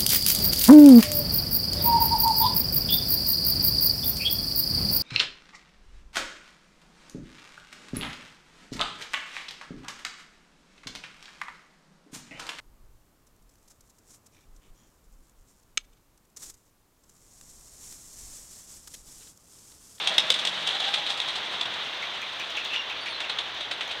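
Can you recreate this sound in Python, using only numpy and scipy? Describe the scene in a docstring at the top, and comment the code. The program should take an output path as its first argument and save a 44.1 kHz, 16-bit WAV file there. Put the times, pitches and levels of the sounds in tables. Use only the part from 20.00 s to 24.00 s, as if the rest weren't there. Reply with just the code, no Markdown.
"""Pigeons crowd round a doorway on a walled terrace. First some fly in: wing tips clap, air swishes
through feathers, faint coos sound among them. From 2 s claws and beaks scuff the stone and young birds
squeak. From 3.2 s one bird beats its wings about ten times a second. The walls throw back short echoes;
outdoor hiss and distant town noise lie under it all."""
import sys
import numpy as np
from scipy import signal
from scipy.fft import rfft, irfft
from scipy.io import wavfile

SR = 44100
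rng = np.random.default_rng(int(sys.argv[2]) if len(sys.argv) > 2 else 0)


def log_audio(samples):
    """Write samples as a 16-bit WAV file to the path given in sys.argv[1]."""
    # one column per channel
    frames = np.atleast_2d(samples).T
    # limit to full scale, then quantise
    limited = np.clip(frames, -1, 1)
    pcm = np.round(limited * 32767).astype(np.int16)
    wavfile.write(sys.argv[1], SR, pcm)


N = 176400
T = np.arange(N) / SR

# bright edge of feather noise: freq_hz, level_db
FEATHER_SPECTRUM = [(2500, -4.5), (4500, 11), (6000, 3.5), (7200, 1), (8100, 1), (9500, -5), (11500, -18.5),
                    (16000, -26)]
# body of a wing swish: freq_hz, level_db
SWISH_SPECTRUM = [(150, -60), (600, -10.5), (1500, -13), (2600, -10), (3500, 3), (4100, -3), (5000, -25.5),
                  (6500, -25.5), (9000, -63)]


def from_db(db):
    """Decibels to gain."""
    return 10 ** (np.asarray(db) / 20)


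def unit_rms(x):
    """Scale to unit rms."""
    return x / np.sqrt(np.mean(x ** 2) + 1e-20)


def gain_curve(points):
    """Gain over time from rows of time_s, level_db."""
    return from_db(np.interp(T, *np.transpose(points)))


def noise(spectrum):
    """Unit-rms noise shaped by rows of freq_hz, level_db; steep skirts past both ends."""
    freq_hz, level_db = np.transpose(spectrum)
    bins_hz = np.maximum(np.arange(N // 2 + 1) * SR / N, 1)
    skirts = np.minimum(1, np.minimum(bins_hz / freq_hz[0], freq_hz[-1] / bins_hz)) ** 6
    gain = from_db(np.interp(np.log(bins_hz), np.log(freq_hz), level_db))
    return unit_rms(irfft(rfft(rng.standard_normal(N)) * skirts * gain, N))


def drift(corner_hz):
    """Unit-rms random wander, mostly below corner_hz."""
    bins_hz = np.arange(N // 2 + 1) * SR / N
    return unit_rms(irfft(rfft(rng.standard_normal(N)) / (1 + (bins_hz / corner_hz) ** 2), N))


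def burst(carrier, start_s, rise_s, hold_s, decay_s):
    """Noise gated by rise, hold and exponential decay; unit rms at the top."""
    age_s = T - start_s
    envelope = np.clip(age_s / rise_s, 0, 1) * np.exp(-np.clip((age_s - rise_s - hold_s) / decay_s, 0, 20))
    gated = carrier * envelope
    return gated * np.sqrt(np.sum(envelope ** 2) / (np.sum(gated ** 2) + 1e-20))


def wing_claps():
    """Wing tips slap together: a crack of a few milliseconds with a bright edge."""
    # claps: start_s, level_db, edge_re_body_db, decay_s
    claps = [(.0718, -14.5, -12.5, 0.0065), (0.1807, -7, -13, 0.0038), (0.302, -9, -8, 0.0037),
             (0.34, -20.5, -10, 0.0084), (0.4503, -18.5, -9, .004), (0.472, -18, -10.5, 0.0047),
             (0.6724, -21, -7, 0.0049), (1.2008, -18, -14.5, 0.0021), (1.611, -19, -14, 0.0043),
             (1.656, -26, -17, 0.0056), (2.7604, -20, -18, 0.0009)]
    # body of the crack: freq_hz, level_db
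    body_spectrum = [(100, -37), (350, -24.5), (550, -13), (900, -12), (1400, -19.5), (2300, -6.5),
                     (2850, -8.5), (3450, 5.5), (3850, -1), (4600, -20), (6000, -27), (9000, -66)]
    body, edge, out = noise(body_spectrum), noise(FEATHER_SPECTRUM), 0
    for start_s, level_db, edge_db, decay_s in claps:
        crack = body + from_db(edge_db) * edge
        out += from_db(level_db) * burst(crack, start_s, rise_s=0.0011, hold_s=0.001, decay_s=decay_s)
    return out


def wing_beats():
    """Full, softer beats: a feathery slap with a push of air under it."""
    # beats: start_s, level_db, edge_re_body_db, push_re_body_db
    beats = [(0.938, -18, -12, -11), (3.2014, -26.5, -12.5, -6.5), (3.294, -23, -16.5, -7.5),
             (3.385, -21.5, -20, -17), (3.606, -27, -19, -12), (3.7105, -24, -9.5, -2),
             (3.807, -24.5, -17, -2.5), (3.91, -27, -15, -8)]
    # pushed air: freq_hz, level_db
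    push_spectrum = [(200, -13), (500, -8.5), (1000, -7), (1800, 1), (2600, 6.5), (3500, -2)]
    body, edge, push, out = noise(SWISH_SPECTRUM), noise(FEATHER_SPECTRUM), noise(push_spectrum), 0
    for start_s, level_db, edge_db, push_db in beats:
        slap = body + from_db(edge_db) * edge + from_db(push_db) * push
        out += from_db(level_db) * burst(slap, start_s, rise_s=0.0032, hold_s=0.0017, decay_s=0.0082)
    return out


def wing_strokes():
    """Air through feathers swells and fades, grainy as they slide over each other."""
    # soft strokes: peak_s, level_db, edge_re_body_db, decay_s
    strokes = [(0.06, -30, -24, 0.008), (.085, -34, -25, .018), (0.124, -30.5, -26, .012),
               (0.145, -39, -2, 0.0091), (0.239, -30, -22, .008), (0.394, -24.5, -11, 0.0089),
               (0.578, -33.5, -18, 0.029), (0.689, -29, -19.5, 0.039), (0.727, -32, -24, 0.0062),
               (0.754, -30, -18, 0.013), (0.804, -25, -11.5, 0.0077), (0.832, -33, -19, 0.015),
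               (0.852, -25, -20.5, .014), (0.888, -32, -11, 0.016), (0.982, -29, -23, 0.018),
               (1.069, -27.5, -15, 0.012), (1.105, -24.5, -10.5, 0.014), (1.178, -31.5, -8, 0.0095),
               (1.286, -24.5, -14, 0.012), (1.361, -26.5, -10, 0.0084), (1.54, -35, -20, 0.034)]
    swell_ratio, grain_depth = 0.69, 0.26
    body, edge, out = noise(SWISH_SPECTRUM), noise(FEATHER_SPECTRUM), 0
    for peak_s, level_db, edge_db, decay_s in strokes:
        swell = ((peak_s - T) / (swell_ratio * decay_s)) ** 2
        fade = (T - peak_s) / decay_s
        envelope = np.exp(-np.minimum(np.where(T < peak_s, swell, fade), 20))
        out += from_db(level_db) * envelope * (body + from_db(edge_db) * edge)
    return out * unit_rms(np.exp(grain_depth * drift(330)))


def floor_scuffs():
    """Claw or beak on stone: a tick and a short resonant scrape."""
    # scuffs: start_s, scrape_db, centre_hz, tick_db
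    scuffs = [(2.022, -32, 2150, -44), (2.138, -36, 2980, -50), (2.216, -35.5, 2300, -40),
              (2.397, -32.5, 2650, -36.5), (2.502, -34.5, 3250, -42.5), (2.568, -28.5, 2680, -37),
              (2.647, -33.5, 3450, -39), (2.733, -27.5, 2670, -43), (2.897, -34, 2550, -47),
              (3.058, -31, 2570, -45), (3.233, -33, 2570, -53), (3.545, -46, 2590, -46),
              (3.877, -40, 2550, -41)]
    # contact tick: freq_hz, level_db
    tick_spectrum = [(1500, -25), (4000, -8.5), (6400, 10.5), (8000, -9), (10000, -9.5), (12500, -14),
                     (16000, -13)]
    bandwidth_hz, lowpass_hz = 410, 4500
    white, tick, out = rng.standard_normal(N), noise(tick_spectrum), 0
    for start_s, scrape_db, centre_hz, tick_db in scuffs:
        resonance = signal.lfilter(*signal.iirpeak(centre_hz, centre_hz / bandwidth_hz, fs=SR), white)
        scrape = signal.lfilter(*signal.butter(2, lowpass_hz, fs=SR), resonance)
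        out += from_db(scrape_db) * burst(scrape, start_s, rise_s=0.0045, hold_s=0.012, decay_s=0.015)
        out += from_db(tick_db) * burst(tick, start_s, rise_s=0.00077, hold_s=0, decay_s=0.0029)
    return out


def calls(notes, waver_depth, rasp_depth):
    """Gliding tones plus octave, each swelling and fading; pitch wavers, level flutters fast."""
    waver, out = 1 + waver_depth * drift(117), 0
    for start_s, length_s, level_db, first_hz, mid_hz, last_hz, octave_db in notes:
        progress = np.clip((T - start_s) / length_s, 0, 1)
        pitch_hz = np.interp(progress, [0, .5, 1], [first_hz, mid_hz, last_hz]) * waver
        phase = 2 * np.pi * np.cumsum(pitch_hz) / SR
        tone = np.sin(phase) + from_db(octave_db) * np.sin(2 * phase)
        out += from_db(level_db) * np.sin(np.pi * progress) * tone
    return out * unit_rms(np.exp(rasp_depth * drift(200)))


def squeaks():
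    """Thin, high calls of young birds."""
    # squeaks: start_s, length_s, level_db, first_hz, mid_hz, last_hz, octave_db
    notes = [(2.568, 0.036, -30, 2550, 2586, 2620, -34), (2.685, .085, -34, 2460, 2730, 2940, -32),
             (2.722, 0.052, -38, 3040, 2970, 2856, -13), (2.742, 0.091, -29.5, 2876, 2804, 2770, -19),
             (2.995, 0.06, -41, 4470, 4580, 4400, -21), (3.075, .06, -42, 4350, 4500, 4380, -13.5),
             (3.115, 0.062, -34, 4280, 4060, 4060, -42)]
    return calls(notes, waver_depth=0.012, rasp_depth=0.36)


def coos():
    """Faint, short hoots."""
    # coos: start_s, length_s, level_db, first_hz, mid_hz, last_hz, octave_db
    notes = [(.06, 0.05, -36.5, 800, 775, 800, -18), (.09, 0.08, -39.5, 665, 619, 556, -23),
             (.215, 0.063, -39.5, 657, 638, 645, -21), (.29, 0.041, -37, 563, 530, 520, -23),
             (.72, 0.053, -36.5, 720, 782, 805, -18), (.80, 0.052, -40, 730, 763, 790, -21),
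             (.858, 0.047, -32.5, 790, 813, 850, -9), (.965, 0.053, -35, 804, 829, 780, -9),
             (1.09, .04, -38.5, 840, 787, 746, -18)]
    return calls(notes, waver_depth=0.0325, rasp_depth=0.41)


def terrace(source, tail_db):
    """Direct sound, wall echoes and a short diffuse tail."""
    # wall echoes: delay_s, level_db
    echoes = [(.0138, -12), (.0202, -12), (.041, -24.5)]
    t60_s, build_s = 0.22, 0.0095
    age_s = T[:SR // 2]
    tail = rng.standard_normal(len(age_s)) * from_db(-60 * age_s / t60_s) * np.minimum(age_s / build_s, 1)
    response = from_db(tail_db) * tail / np.sqrt(np.sum(tail ** 2))
    response[0] = 1
    for delay_s, level_db in echoes:
        response[int(delay_s * SR)] += from_db(level_db)
    return signal.fftconvolve(source, response)[:N]


def noise_bed(spectrum, levels, flicker_db, flicker_hz):
    """Continuous noise on a level curve, with random flicker."""
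    return noise(spectrum) * gain_curve(levels) * from_db(flicker_db * drift(flicker_hz))


def plumage_rustle():
    """Fine feather noise, dying down."""
    # rustle: time_s, level_db
    levels = [(0, -48.5), (.9, -50.5), (1.4, -52), (2, -56), (2.6, -56.5), (2.9, -62), (4, -59)]
    return noise_bed(FEATHER_SPECTRUM, levels, flicker_db=2.5, flicker_hz=30)


def outdoor_hiss():
    """Hiss, strongest near 3.5 kHz."""
    # hiss: freq_hz, density_db
    spectrum = [(1200, -20), (2000, -14), (2800, -4.5), (3450, 1.5), (3850, -2), (4300, -10.5), (5000, -19),
                (6200, -21.5), (7500, -35.5), (9300, -41), (11500, -43), (16000, -45)]
    # hiss: time_s, level_db
    levels = [(0, -31.5), (.55, -32), (.9, -31.5), (1.15, -34), (1.42, -34.5), (1.7, -33.5), (2.25, -36),
              (2.65, -35.5), (2.95, -37), (4, -36.5)]
    return noise_bed(spectrum, levels, flicker_db=0.95, flicker_hz=25)


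def distant_town():
    """Broad midrange wash."""
    # town noise: freq_hz, density_db
    spectrum = [(20, -50), (50, -21.5), (140, -16.5), (250, -13.5), (350, -10.5), (680, -4.5), (1040, -3.5),
                (1400, -4.5), (2000, -4), (2860, -9), (3600, -45)]
    # town noise: time_s, level_db
    levels = [(0, -35.5), (.9, -37.5), (1.7, -36.5), (2.25, -39), (2.7, -38.5), (4, -39)]
    return noise_bed(spectrum, levels, flicker_db=0.8, flicker_hz=31)


def hum():
    """Faint low tones wavering in level and phase."""
    # tones: pitch_hz, first_db, last_db
    tones = [(60.6, -83, -65), (146, -60.5, -80), (193, -53, -81), (317, -63, -67)]
    waver_db, waver_rad, out = 2, 1.1, 0
    for pitch_hz, first_db, last_db in tones:
        gain = from_db(np.linspace(first_db, last_db, N) + waver_db * drift(1.5))
        out += gain * np.sin(2 * np.pi * pitch_hz * T + waver_rad * drift(1.8))
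    return out


def rumble():
    """Faint low noise that swells twice."""
    # rumble: freq_hz, density_db
    spectrum = [(25, -24), (45, -4), (60, -4), (78, -8), (100, 4), (220, -14)]
    # rumble: time_s, level_db
    levels = [(0, -78), (1.0, -74), (1.6, -62), (2.2, -72), (2.9, -71), (3.5, -65), (4, -66)]
    return noise(spectrum) * gain_curve(levels)


def scene():
    """Wings, feet and calls between the walls, over the background; mono."""
    movement = terrace(wing_claps() + wing_beats() + wing_strokes() + floor_scuffs(), tail_db=-12.5)
    voices = terrace(squeaks() + coos(), tail_db=-8)
    background = distant_town() + outdoor_hiss() + plumage_rustle() + hum() + rumble()
    return (movement + voices + background)[None]


def record(dry):
    """Soft clip, then a steep low-pass."""
    cutoff_hz = 15900
    rounded = 0.86 * np.tanh(dry / 0.94)
    return signal.sosfilt(signal.ellip(10, .1, 70, cutoff_hz, fs=SR, output="sos"), rounded)


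dry = scene()
out = record(dry)
log_audio(out)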